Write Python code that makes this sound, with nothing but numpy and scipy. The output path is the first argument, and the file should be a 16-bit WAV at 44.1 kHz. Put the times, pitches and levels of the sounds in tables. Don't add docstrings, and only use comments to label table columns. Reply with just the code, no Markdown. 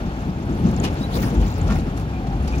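import sys
import numpy as np
from scipy import signal
from scipy.io import wavfile
from scipy.ndimage import uniform_filter1d

SR = 44100
rng = np.random.default_rng(int(sys.argv[2]) if len(sys.argv) > 2 else 0)


def store_pcm(level_fs):
    pcm = np.round(np.clip(level_fs, -1, 1) * 32767).astype(np.int16)
    wavfile.write(sys.argv[1], SR, np.atleast_2d(pcm).T)


N = 114660
TIME = np.arange(N) / SR

# t/s, level/dB
RUMBLE_RIDE = [(0.0, -25), (0.05, -29.5), (0.25, -28), (0.31, -23), (0.34, -28), (0.67, -19.5), (0.83, -25),
               (0.85, -23.5), (1.4, -24.5), (1.44, -24.5), (1.7, -21), (1.82, -23), (2.19, -28),
               (2.6, -23.5)]
ROLL_RIDE = [(0, -32), (.45, -33.5), (.75, -30), (1.0, -31), (1.17, -32), (1.42, -31.5), (1.55, -31.5),
             (1.7, -30.5), (1.85, -32.5), (2.22, -33), (2.45, -31), (2.6, -33.5)]
GRIND_RIDE = [(0, -47.5), (.5, -46), (.7, -39.5), (.94, -41), (1.01, -37.5), (1.09, -46), (1.12, -33),
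              (1.175, -28), (1.2, -33.5), (1.225, -29), (1.34, -40.5), (1.43, -35.5), (1.52, -42.5),
              (1.66, -39), (1.77, -35), (1.87, -47), (2.25, -51), (2.6, -37.5)]
# t/s, relative level/dB
BOOM_RIDE = [(0, -18.5), (.42, -24.5), (.75, -16), (.88, -20.5), (1.05, -21), (1.17, -15.5), (1.34, -19),
             (1.385, -3.5), (1.46, -9.5), (1.53, -25), (1.61, -14), (1.69, -10), (1.84, -17.5),
             (2.08, -19.5), (2.24, -19.5), (2.34, -14.5), (2.6, -13)]
BITE_RIDE = [(.95, -75), (1.015, -51), (1.06, -67), (1.12, -63), (1.15, -37), (1.19, -49), (1.22, -36),
             (1.29, -53), (1.38, -66), (1.43, -53), (1.52, -55), (1.62, -61), (1.72, -63), (1.765, -50),
             (1.82, -71)]
# f/Hz, relative spectral density/dB
RUMBLE_COLOUR = [(30, -72), (60, -6.5), (90, 4), (125, 1.5), (190, 0), (260, -4), (370, -12.5),
                 (520, -33.5), (1000, -40)]
ROLL_COLOUR = [(150, 9.5), (380, 4.5), (530, -2), (740, 4.5), (1050, -7.5), (1400, -3.5), (1950, -14.5),
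               (2700, -13.5), (4200, -21.5), (6500, -28), (8300, -39), (12000, -34), (16000, -46)]
GRIND_COLOUR = [(400, 15), (1200, 5.5), (1900, 1), (3000, -3), (4500, -3.5), (6700, -5.5), (8300, -18.5),
                (11000, -9.5), (13500, -23.5), (16000, -31)]
CLACK_COLOUR = [(300, 2.5), (700, 5), (1200, 4.5), (1900, -2.5), (2700, 1), (3800, -3), (5200, -3),
                (6700, -6.5), (8200, -16), (10000, -12.5), (16000, -24)]
# t/s, relative level/dB, length/s, f/Hz
KNOCKS = [(0.047, -22.5, 0.037, 145), (0.474, -25, 0.056, 191), (0.646, -18.5, 0.043, 207),
          (0.724, -21.5, 0.12, 201), (1.133, -21, 0.13, 169.6), (1.307, -22.5, 0.11, 245.4),
          (1.694, -19.5, 0.049, 167)]
# f/Hz, width/Hz, relative level/dB
WHEEL_MODES = [(9850, 180, -15), (11050, 260, -12), (14760, 240, -9), (14800, 1600, -12), (15565, 170, -11)]
# t/s, crash level/dB, attack/s, length/s, crash t60 at 2500 Hz/s,
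# tilt/(dB per octave), ring level/dB, ring centre/Hz, right-side lag/s
CLACKS = [(0.829, -25, 0.014, 0.026, 0.17, -.5, -34, 2730, .00031),
          (1.223, -36.5, 0.0052, 0.011, 0.1, -2, -36.5, 1650, .0001),
          (1.398, -39.5, 0.017, 0.039, 0.14, -3, -47, 2750, .00031),
          (1.665, -33, 0.024, .058, 0.083, -4.5, -43, 1160, .00014),
          (1.699, -42.5, .004, .013, 0.02, -1, -33.5, 1380, .00013),
          (1.716, -41.5, 0.005, 0.016, 0.039, 1.5, -36, 1850, .00012),
          (1.753, -40.5, 0.0035, 0.0067, 0.044, 2.5, -38, 1340, .00013),
          (1.96, -47.5, 0.0036, 0.057, 0.17, 4.5, -66, 4500, .00031),
          (2.266, -38.5, 0.0024, 0.0087, 0.083, -2, -37.5, 700, .00018),
          (2.473, -35, 0.0036, 0.0081, .08, 1.5, -48, 4700, .00031)]
# f/Hz, relative level/dB, t60 that sets the width/s
GEAR_MODES = [(705, -2, .1), (1110, 1, .14), (1375, 3, .035), (1820, 0, .08), (2490, 1, .014),
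              (2900, 1, .014), (4750, -1, .012), (5720, 0, .012)]
# t/s, f/Hz, level/dB
MOAN = [(2.1, 735, -53), (2.17, 745, -38), (2.27, 784, -42), (2.295, 789, -48), (2.333, 791, -30.5),
        (2.385, 821, -54), (2.46, 821, -55), (2.498, 835, -34), (2.549, 876, -60)]
# t/s, attack/s, length/s, starting f/Hz, glide/(Hz per s), level/dB, roughness/(0-1)
SQUEALS = [(1.008, .008, 0.016, 3710, 4498, -45, 0.75), (1.031, 0.0094, 0.01, 3860, 2800, -35.5, .15),
           (2.12, 0.018, 0.056, 2400, 0, -45, 0.81), (2.47, .005, 0.012, 4730, 8000, -53, 0),
           (2.521, 0.0048, .028, 2490, -1500, -38, 0.9)]
# t/s, relative level/dB
CHIRPS = [(.642, -42), (0.765, -28.5), (.8016, -22.5), (.839, -27), (1.306, -37), (1.371, -40),
          (1.4675, -37), (1.506, -38), (1.5415, -34), (1.6158, -29.5)]
# t/s, level/dB
TICKS = [(0.713, -45), (0.941, -46), (1.581, -44)]
# f/Hz, left minus right/dB
BALANCE = [(60, 2), (400, 1.8), (700, 2.5), (1300, 0.5), (2400, 0.5), (4400, 1), (6300, 7), (8500, 16),
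           (12000, 4), (15000, 6)]
# f/Hz, side against mid/dB
WIDTH = [(60, -40), (200, -48), (400, -24), (800, -9.5), (1300, -11), (2500, 2), (4500, -4.5), (6000, -0.5),
         (12000, -5)]


def body():
    rumble = ride(RUMBLE_RIDE) * roar(RUMBLE_COLOUR, flicker_db=0.5, shudder_db=1.5)
    boom = ride(BOOM_RIDE) * from_db(-8.5) * resonance(hz=55.5, width_hz=21.3, evenness=1)
    return rumble + boom + knocks()


def knocks():
    out = np.zeros((2, N))
    for start, db, length, hz in KNOCKS:
        envelope = burst(start, attack=0.0093, length=length, t60=0.061)
        out += from_db(db - 2.5) * envelope * resonance(hz, width_hz=0.66 * hz, evenness=1)
    return out


def rolling():
    return ride(ROLL_RIDE) * roar(ROLL_COLOUR, flicker_db=0.68, shudder_db=0.81)


def flanges(bite_flicker_db=4.5):
    grit = from_db(-5) * rms_one(contacts(per_s=200, spread_db=1))
    grinding = ride(GRIND_RIDE) * roar(GRIND_COLOUR, flicker_db=4, shudder_db=0.7, grit=grit)
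    singing = sum(from_db(db + bite_flicker_db * drift(40)) * resonance(hz, width_hz)
                  for hz, width_hz, db in WHEEL_MODES)
    return grinding + ride(BITE_RIDE) * singing


def clacks(ring_fall_db_per_octave=22):
    crash = bands(CLACK_COLOUR, contacts(per_s=3200, spread_db=5.5))
    band_hz = np.array([hz for hz, _ in crash])
    band_power = np.array([np.mean(band ** 2) for _, band in crash])
    modes = [resonance(hz, np.log(1000) / np.pi / t60, evenness=0.56) for hz, _, t60 in GEAR_MODES]
    mode_hz, mode_db, _ = np.transpose(GEAR_MODES)
    out = np.zeros((2, N))
    for start, crash_db, attack, length, t60, tilt, ring_db, ring_hz, lag in CLACKS:
        clack = np.zeros((2, N))
        tilted = from_db(tilt * np.log2(band_hz))
        band_gains = from_db(crash_db) * tilted / np.sqrt(tilted ** 2 @ band_power)
        for (hz, band), gain in zip(crash, band_gains):
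            band_t60 = t60 * np.sqrt(2500 / hz)
            clack += gain * burst(start, attack, length, band_t60) * band
        octaves_away = np.abs(np.log2(mode_hz / ring_hz))
        mode_gains = from_db(mode_db - ring_fall_db_per_octave * octaves_away)
        ring = rms_one(sum(gain * mode for gain, mode in zip(mode_gains, modes)))
        clack += from_db(ring_db) * burst(start, attack, length, 0.87 * t60) * ring
        out += from_left(clack, lag)
    return out


def moan():
    times, hz, db = np.transpose(MOAN)
    surges = from_db(np.interp(TIME, times, db, left=-np.inf))
    return surges * stick_slip(np.interp(TIME, times, hz), roughness=0.64)


def squeals(t60=0.079):
    out = np.zeros(N)
    for start, attack, length, hz, glide, db, roughness in SQUEALS:
        pitch = hz + glide * np.clip(TIME - start, 0, length + t60)
        out += from_db(db) * burst(start, attack, length, t60) * stick_slip(pitch, roughness)
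    return out


def chirps(hz=7050, fall_hz_per_s=420000, rise_s=0.001, fade_s=0.0009):
    out = np.zeros(N)
    for peak_time, db in CHIRPS:
        age = TIME - peak_time
        swell = np.exp(-(age / np.where(age < 0, rise_s, fade_s)) ** 2)
        phase = 2 * np.pi * age * (hz - fall_hz_per_s * age / 2)
        out += from_db(db - 3) * swell * np.sin(phase)
    return out * from_db([[6], [-6]])


def ticks():
    snaps = sum(from_db(db) * burst(start, attack=0.001, length=0.002, t60=0.009) for start, db in TICKS)
    return snaps * resonance(hz=12500, width_hz=7400, evenness=0.5)


def stick_slip(hz, roughness, waver_share=0.035, flutter_db=5):
    pitch = hz * (1 + roughness * waver_share * drift(120))
    phase = 2 * np.pi * np.cumsum(pitch) / SR
    return rms_one(np.sin(phase) * from_db(roughness * flutter_db * drift(100)))


def contacts(per_s, spread_db):
    shape = (2, 2, N)
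    hits = rng.random(shape) < per_s / SR
    return hits * rng.standard_normal(shape) * from_db(spread_db * rng.standard_normal(shape)) + 1e-18


def roar(colour, flicker_db, shudder_db, grit=0):
    drive = rng.standard_normal((2, 2, N)) + grit
    noise = sum(band * from_db(flicker_db * drift(27)) for _, band in bands(colour, drive))
    return rms_one(noise * from_db(shudder_db * drift(17.3)))


def bands(colour, drive):
    edges = 28 * 2 ** (np.arange(29) / 3)
    out = []
    for k, (low, high) in enumerate(zip(edges, edges[1:])):
        if colour[0][0] <= high and low <= colour[-1][0]:
            hz = np.sqrt(low * high)
            gain = from_db(at_hz(colour, hz)) * np.sqrt(high - low)
            out.append((hz, gain * place(band_pass(drive[k % 2], low, high), hz)))
    return out


def resonance(hz, width_hz, evenness=0):
    noise = rng.standard_normal((2, N + SR // 4))
    ring = place(band_pass(noise, hz - width_hz / 2, hz + width_hz / 2)[:, -N:], hz)
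    power = uniform_filter1d(np.mean(ring ** 2, axis=0), int(SR / width_hz) + 1) + 1e-9
    return rms_one(ring / power ** (evenness / 2))


def place(pair, hz):
    mid, side = pair
    stereo = mid + from_db(at_hz(WIDTH, hz)) * side * [[1], [-1]]
    pan_db = at_hz(BALANCE, hz) / 2
    return rms_one(stereo * from_db([[pan_db], [-pan_db]]))


def from_left(stereo, lag_s):
    left, right = stereo
    return np.array([left, np.interp(TIME - round(lag_s * SR) / SR, TIME, right, left=0)])


def burst(start, attack, length, t60):
    out = np.zeros(N)
    live = slice(int(start * SR), int((start + length + t60) * SR))
    age = TIME[live] - start
    out[live] = np.clip(age / attack, 0, 1) * from_db(-60 * np.maximum(age - length, 0) / t60)
    return out


def drift(rate_hz):
    pole = np.exp(-2 * np.pi * rate_hz * 40 / SR)
    noise = rng.standard_normal(N // 40 + 2002)
    slow = signal.lfilter([1], [1, -2 * pole, pole * pole], noise)[2000:]
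    return np.interp(np.arange(N) / 40, np.arange(len(slow)), rms_one(slow))


def band_pass(x, low, high):
    edges = np.clip([low, high], 10, 0.47 * SR)
    return signal.sosfilt(signal.butter(2, edges, "band", fs=SR, output="sos"), x)


def ride(curve):
    return from_db(np.interp(TIME, *np.transpose(curve)))


def at_hz(curve, hz):
    curve_hz, db = np.transpose(curve)
    return np.interp(np.log(hz), np.log(curve_hz), db)


def from_db(db):
    return 10 ** (np.asarray(db) / 20)


def rms_one(x):
    return x / np.sqrt(np.mean(x ** 2) + 1e-20)


def scene():
    gear = squeals() + ticks() + flanges() + chirps()
    return (from_left(body(), lag_s=0.00027)
            + from_left(rolling(), lag_s=0.00025)
            + from_left(gear, lag_s=0.00032)
            + from_left([moan()] * 2, lag_s=0.00022)
            + clacks())


def record(dry):
    low_cut = signal.butter(2, 30, "high", fs=SR, output="sos")
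    high_cut = signal.ellip(12, 0.2, 80, 15850, fs=SR, output="sos")
    return signal.sosfilt(high_cut, signal.sosfilt(low_cut, dry))


dry = scene()
out = record(dry)
store_pcm(out)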